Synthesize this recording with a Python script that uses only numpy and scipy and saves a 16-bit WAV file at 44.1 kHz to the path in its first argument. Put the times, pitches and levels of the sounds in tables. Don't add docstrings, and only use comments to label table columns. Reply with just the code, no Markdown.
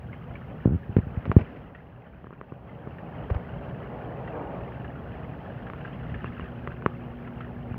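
import sys
import numpy as np
from scipy import signal
from scipy.fft import rfft, irfft, next_fast_len
from scipy.io import wavfile
from scipy.ndimage import uniform_filter1d, minimum_filter1d, map_coordinates

SR = 44100
rng = np.random.default_rng(int(sys.argv[2]) if len(sys.argv) > 2 else 0)


def file_out(sig):
    cols = np.atleast_2d(sig).T
    lim = np.clip(cols, -1, 1)
    pcm = np.round(lim * 32767).astype(np.int16)
    wavfile.write(sys.argv[1], SR, pcm)


N = 343098


def amp(db):
    return 10 ** (np.asarray(db) / 20)


def unit(x):
    return x / np.sqrt(np.mean(x ** 2) + 1e-20)


def curves(rows):
    seconds, *columns = np.transpose(rows)
    t = np.arange(N) / SR
    return [np.interp(t, seconds, column) for column in columns]


def wobble(rate):
    points = rng.standard_normal(int(N * rate / SR) + 4)
    return map_coordinates(points, [np.arange(N) * rate / SR])


def filtered(x, response):
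    size = next_fast_len(len(x) + 8192)
    hz = np.fft.rfftfreq(size, 1 / SR)
    return irfft(rfft(x, size) * response(hz), size)[:len(x)]


def coloured(x, spectrum):
    points_hz, db = np.transpose(spectrum)
    return unit(filtered(x, lambda hz: amp(np.interp(np.log(hz + 1), np.log(points_hz), db))))


def edge(x, hz, kind, order):
    sections = signal.butter(order, min(hz, SR / 2 - 1), kind, fs=SR, output="sos")
    return signal.sosfilt(sections, x)


def add(track, start_s, sound):
    part = track[max(round(start_s * SR), 0):][:len(sound)]
    part += sound[:len(part)]


def room(x, t60):
    t = np.arange(SR // 3) / SR
    build_up = 1 - np.exp(-t / 0.0078)
    tail = rng.standard_normal(len(t)) * amp(-60 * t / t60) * build_up
    return signal.fftconvolve(x, tail / np.linalg.norm(tail))[:N]


# time in seconds, gain in dB.
HUM_GAIN = [(0, -4), (2.6, -8.5), (3.5, -1.5), (5.7, -4.5), (6.2, 3), (7.78, 5)]
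# multiple of the mains rate, rms level in dB before waver and hum gain.
PUMP_TONES = [(1, -58), (2, -50.5), (3, -64), (4, -50), (6, -60), (7, -67), (12.3, -67)]
MAINS_HZ = 60


def pump():
    turns = MAINS_HZ * np.arange(N) / SR
    hum = np.zeros(N)
    for multiple, db in PUMP_TONES:
        waver_db = 1.6 * wobble(4)
        phase = 2 * np.pi * (multiple * turns + rng.random()) + 0.19 * wobble(5)
        hum += np.sqrt(2) * amp(db + waver_db) * np.sin(phase)
    return hum * amp(curves(HUM_GAIN)[0])


def bubble(hz, t60, rise):
    t = np.arange(SR // 16) / SR
    ring = np.sin(2 * np.pi * hz * (t + rise * t * t / (2 * t60)))
    return ring * amp(-60 * t / t60) * (1 - np.exp(-t / 0.00021))


def fizz(count, spread_db, pitch_hz, life):
    out = np.zeros(N)
    for cluster in rng.random((count, 4, 4)):
        start_s = cluster[0, 0] * N / SR
        for delay, size, pitch, length in cluster:
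            hz = pitch_hz * 2 ** (1.8 * (pitch - 0.5))
            ring = bubble(hz, life * (0.5 + length), rise=0.06)
            add(out, start_s + 0.03 * delay, amp(spread_db * size ** 2) * ring)
    return unit(out)


# time in seconds, outflow level in dB, wash level in dB (both before the random swirl).
WATER_LEVELS = [(0, -56, -50.5), (1.3, -54, -47.5), (2.4, -56, -48), (3.1, -52, -40.5), (3.7, -52.5, -43.5),
                (4.45, -52, -37.5), (4.85, -53, -44.5), (5.6, -52.5, -44.5), (6.25, -50.5, -47.5),
                (6.8, -54, -47), (7.78, -54, -47)]
# pitch in Hz, relative strength in dB per Hz.
CHURN_COLOUR = [(20, -30), (33, -21), (47, -9.5), (62, 0.5), (100, -2.5), (130, 1.5), (170, 0), (205, -5),
                (300, -15), (500, -31), (900, -75)]
WASH_COLOUR = [(120, -25), (250, -3), (370, -0.5), (560, -1), (740, -1.5), (950, -8), (1400, -18),
               (2500, -35), (4000, -77)]
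TRICKLE_COLOUR = [(400, -29), (900, -6.5), (1300, 0), (1750, -0.5), (2200, -7), (2850, -6.5), (3300, -14),
                  (3700, -22.5), (5000, -32), (7000, -54.5), (9000, -75)]
CHURN_OVER_FLOW_DB = 13
CHURN_GROWTH = 0.69


def water():
    flow_db, wash_db = curves(WATER_LEVELS)
    mean_db = flow_db.mean()
    churn_db = mean_db + CHURN_OVER_FLOW_DB + CHURN_GROWTH * (flow_db - mean_db)
    swirl_db = 1.2 * wobble(14)
    churn = amp(churn_db + swirl_db) * coloured(rng.standard_normal(N), CHURN_COLOUR)

    flow = rng.standard_normal(N)
    echoing_flow = flow + amp(-8) * room(flow, t60=0.11)
    wash = amp(wash_db + 1.55 * wobble(16)) * coloured(echoing_flow, WASH_COLOUR)

    bubbles = fizz(count=900, spread_db=10.5, pitch_hz=1781, life=0.027)
    grains = rng.standard_normal(N) + amp(-7) * bubbles
    trickle = amp(flow_db + 0.94 * wobble(14)) * coloured(grains, TRICKLE_COLOUR)
    return churn + wash + trickle


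STRAY_DB, STRAY_HZ = -36, 1747
STRAY_OCTAVES = 0.35


def stray_bubbles(count):
    rows = []
    for when, size, pitch in rng.random((count, 3)):
        hz = STRAY_HZ * 2 ** (STRAY_OCTAVES * (2 * pitch - 1))
        rows.append((when * N / SR, STRAY_DB + 4 * (size - 0.5), hz))
    return rows


# start in seconds, level in dB before the soft onset, starting pitch in Hz.
CLEAR_BUBBLES = [(0.3538, -32.5, 2270), (1.7484, -30.5, 1850), (2.6925, -37, 2030), (2.984, -32.5, 1790),
                 (4.2757, -32, 1910), (4.8448, -32.5, 1710), (5.667, -32, 1640), (5.8486, -28, 1583),
                 (6.1424, -27.5, 1750), (6.256, -35, 2720), (6.408, -38, 2790), (6.7166, -31.5, 1510),
                 (7.4058, -28, 1300), (7.4446, -37, 1800)]


def pops(t60, splash_db, splash_t60):
    out = np.zeros(N)
    t = np.arange(SR // 16) / SR
    onset = 1 - np.exp(-t / 0.0015)
    for start_s, db, hz in list(CLEAR_BUBBLES) + stray_bubbles(count=7):
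        spray = edge(coloured(rng.standard_normal(len(t)), TRICKLE_COLOUR), 3300, "low", order=4)
        splash = spray * amp(splash_db - 60 * t / splash_t60)
        burst = bubble(hz, t60, rise=0.053) + splash
        add(out, start_s, amp(db) * burst * onset)
    return out


# pitch in Hz, width in Hz before the damping factor, strength in dB.
BODY_MODES = [(113, 46, 2.5), (204, 180, 5), (390, 140, 4), (1102, 320, 7), (1800, 2500, -24.5)]


def contact(corner_hz, damping, low_hz, muffle_hz, rounding):
    def body(hz):
        return sum(amp(db) * 1j * hz * width / (centre * centre - hz * hz + 1j * hz * width * damping)
                   for centre, width, db in BODY_MODES)

    t = np.arange(SR // 8) / SR
    push = -t * np.exp(-2 * np.pi * corner_hz * t)
    push = edge(push, rounding * corner_hz, "low", order=2)
    ring = edge(filtered(push, body), low_hz, "high", order=3)
    ring = edge(ring, muffle_hz, "low", order=5)
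    return ring / np.abs(ring).max()


# start in seconds, length in seconds, middle peak level in dB, contact corner in Hz.
HANDLING_SPELLS = [(0.858, 0.66, -22.5, 90), (2.23, 0.11, -25.5, 800), (6.048, 0.4, -30, 75)]
BUMP_SPREAD_DB = 2


def bumps(count):
    rows = []
    for start_s, length_s, db, corner_hz in HANDLING_SPELLS:
        for k, (when, size) in enumerate(rng.random((count, 2))):
            bump_s = start_s + length_s * (k + when) / count
            rows.append((bump_s, db + BUMP_SPREAD_DB * (2 * size - 1), corner_hz))
    return rows


# start in seconds, peak in dB before the gain control, contact corner in Hz.
SINGLE_KNOCKS = [(0.653, -24.5, 450), (0.966, -6.5, 200), (0.967, -20, 4040), (0.985, -12, 127),
                 (1.172, -18.5, 60), (1.255, -23.5, 6000), (1.295, -15, 91.3), (1.316, -10.5, 1500),
                 (1.365, -1, 112), (1.3655, -17, 400), (2.413, -17, 1280), (2.5215, -20.5, 480),
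                 (2.8726, -21.5, 400), (3.303, -20, 800), (3.309, -15.5, 26), (3.354, -19, 25),
                 (5.700, -23, 2460), (5.735, -24.5, 2490), (6.244, -18.5, 1500), (6.3965, -22.5, 1800),
                 (6.6747, -18, 2180), (6.823, -26.5, 2030), (6.8618, -4, 1390), (7.711, -24, 70),
                 (7.743, -27.5, 1000)]


def knocks():
    out = np.zeros(N)
    for start_s, db, corner_hz in list(SINGLE_KNOCKS) + bumps(count=4):
        hit = contact(corner_hz, damping=0.97, low_hz=61.4, muffle_hz=2900, rounding=4.34)
        add(out, start_s, amp(db) * hit)
    return out


SKID_S, SKID_DB, SKID_CORNER_HZ = 0.6563, -8.5, 199
SLIP_GAP_S, SLIP_SHRINK = 0.018, 0.92
SLIP_FADE_DB, SLIP_SOFTENS_OCTAVES = 3.9, 0.3


def skid(count):
    out, start_s = np.zeros(N), SKID_S
    for k in range(count):
        doublings = np.log2(k + 1)
        corner_hz = SKID_CORNER_HZ * 2 ** (-SLIP_SOFTENS_OCTAVES * doublings)
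        slip = contact(corner_hz, damping=3.2, low_hz=84, muffle_hz=1500, rounding=2.5)
        scatter_db = 3.5 * rng.uniform(-1.1, 1)
        add(out, start_s, amp(SKID_DB - SLIP_FADE_DB * doublings + scatter_db) * slip)
        start_s += SLIP_GAP_S * SLIP_SHRINK ** k
    return out


# start in seconds, length in seconds, rms level in dB before the gain control.
RUBBING_MOMENTS = [(0.967, 0.057, -41.5), (1.256, 0.036, -41), (1.317, 0.032, -41.5), (1.382, 0.08, -38),
                   (1.439, 0.5, -50.5), (3.298, 0.027, -36), (3.345, 0.019, -37.5)]
# pitch in Hz, relative strength in dB per Hz.
RUB_COLOUR = [(80, -18), (200, 13), (500, 12), (1300, -3.5), (2600, -8), (3400, -22.5), (4200, -30.5),
              (5200, -34), (7000, -56.5)]


def scrapes():
    out = np.zeros(N)
    for start_s, length_s, db in RUBBING_MOMENTS:
        u = np.linspace(0, 1, max(int(length_s * SR), 64))
        roughness = amp(2.7 * wobble(190)[:len(u)])
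        rub = coloured(rng.standard_normal(len(u)), RUB_COLOUR) * roughness
        swell = u * (1 - u) * np.exp(-5 * u)
        add(out, start_s, amp(db) * unit(rub * swell))
    return out


DUCK_ABOVE_DB, DUCK_KNEE_DB = -10, 2
DUCK_DB, DUCK_HOLD_S, DUCK_GLIDE_S = 7.5, 1.06, 0.42


def gain_control(x):
    power = np.abs(uniform_filter1d(x * x, size=SR // 100))
    level_db = 10 * np.log10(power + 1e-12)
    tripped = np.clip((level_db - DUCK_ABOVE_DB) / DUCK_KNEE_DB, 0, 1)
    hold = int(DUCK_HOLD_S * SR)
    held = -minimum_filter1d(-tripped, hold, origin=(hold - 1) // 2)
    glide = edge(held, 1 / (2 * np.pi * DUCK_GLIDE_S), "low", order=1)
    return x * amp(-DUCK_DB * glide)


def scene():
    bursts = pops(t60=0.029, splash_db=-11.5, splash_t60=0.075)
    near = bursts + knocks() + skid(count=8) + scrapes()
    echo = amp(-24.5) * room(near, t60=0.24)
    return (pump() + water() + near + echo)[None]


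# pitch in Hz, relative strength in dB per Hz.
HISS_COLOUR = [(3000, -3), (6000, -3.5), (8000, -12), (9000, -7.5), (10500, -5.5), (12000, -1),
               (15500, -0.5)]
HISS_DB = -79.5
TOP_HZ = 15720


def record(dry):
    hiss = amp(HISS_DB) * coloured(rng.standard_normal(N), HISS_COLOUR)
    levelled = gain_control(dry[0] + hiss)
    return filtered(levelled, lambda hz: hz < TOP_HZ)[None]


dry = scene()
out = record(dry)
file_out(out)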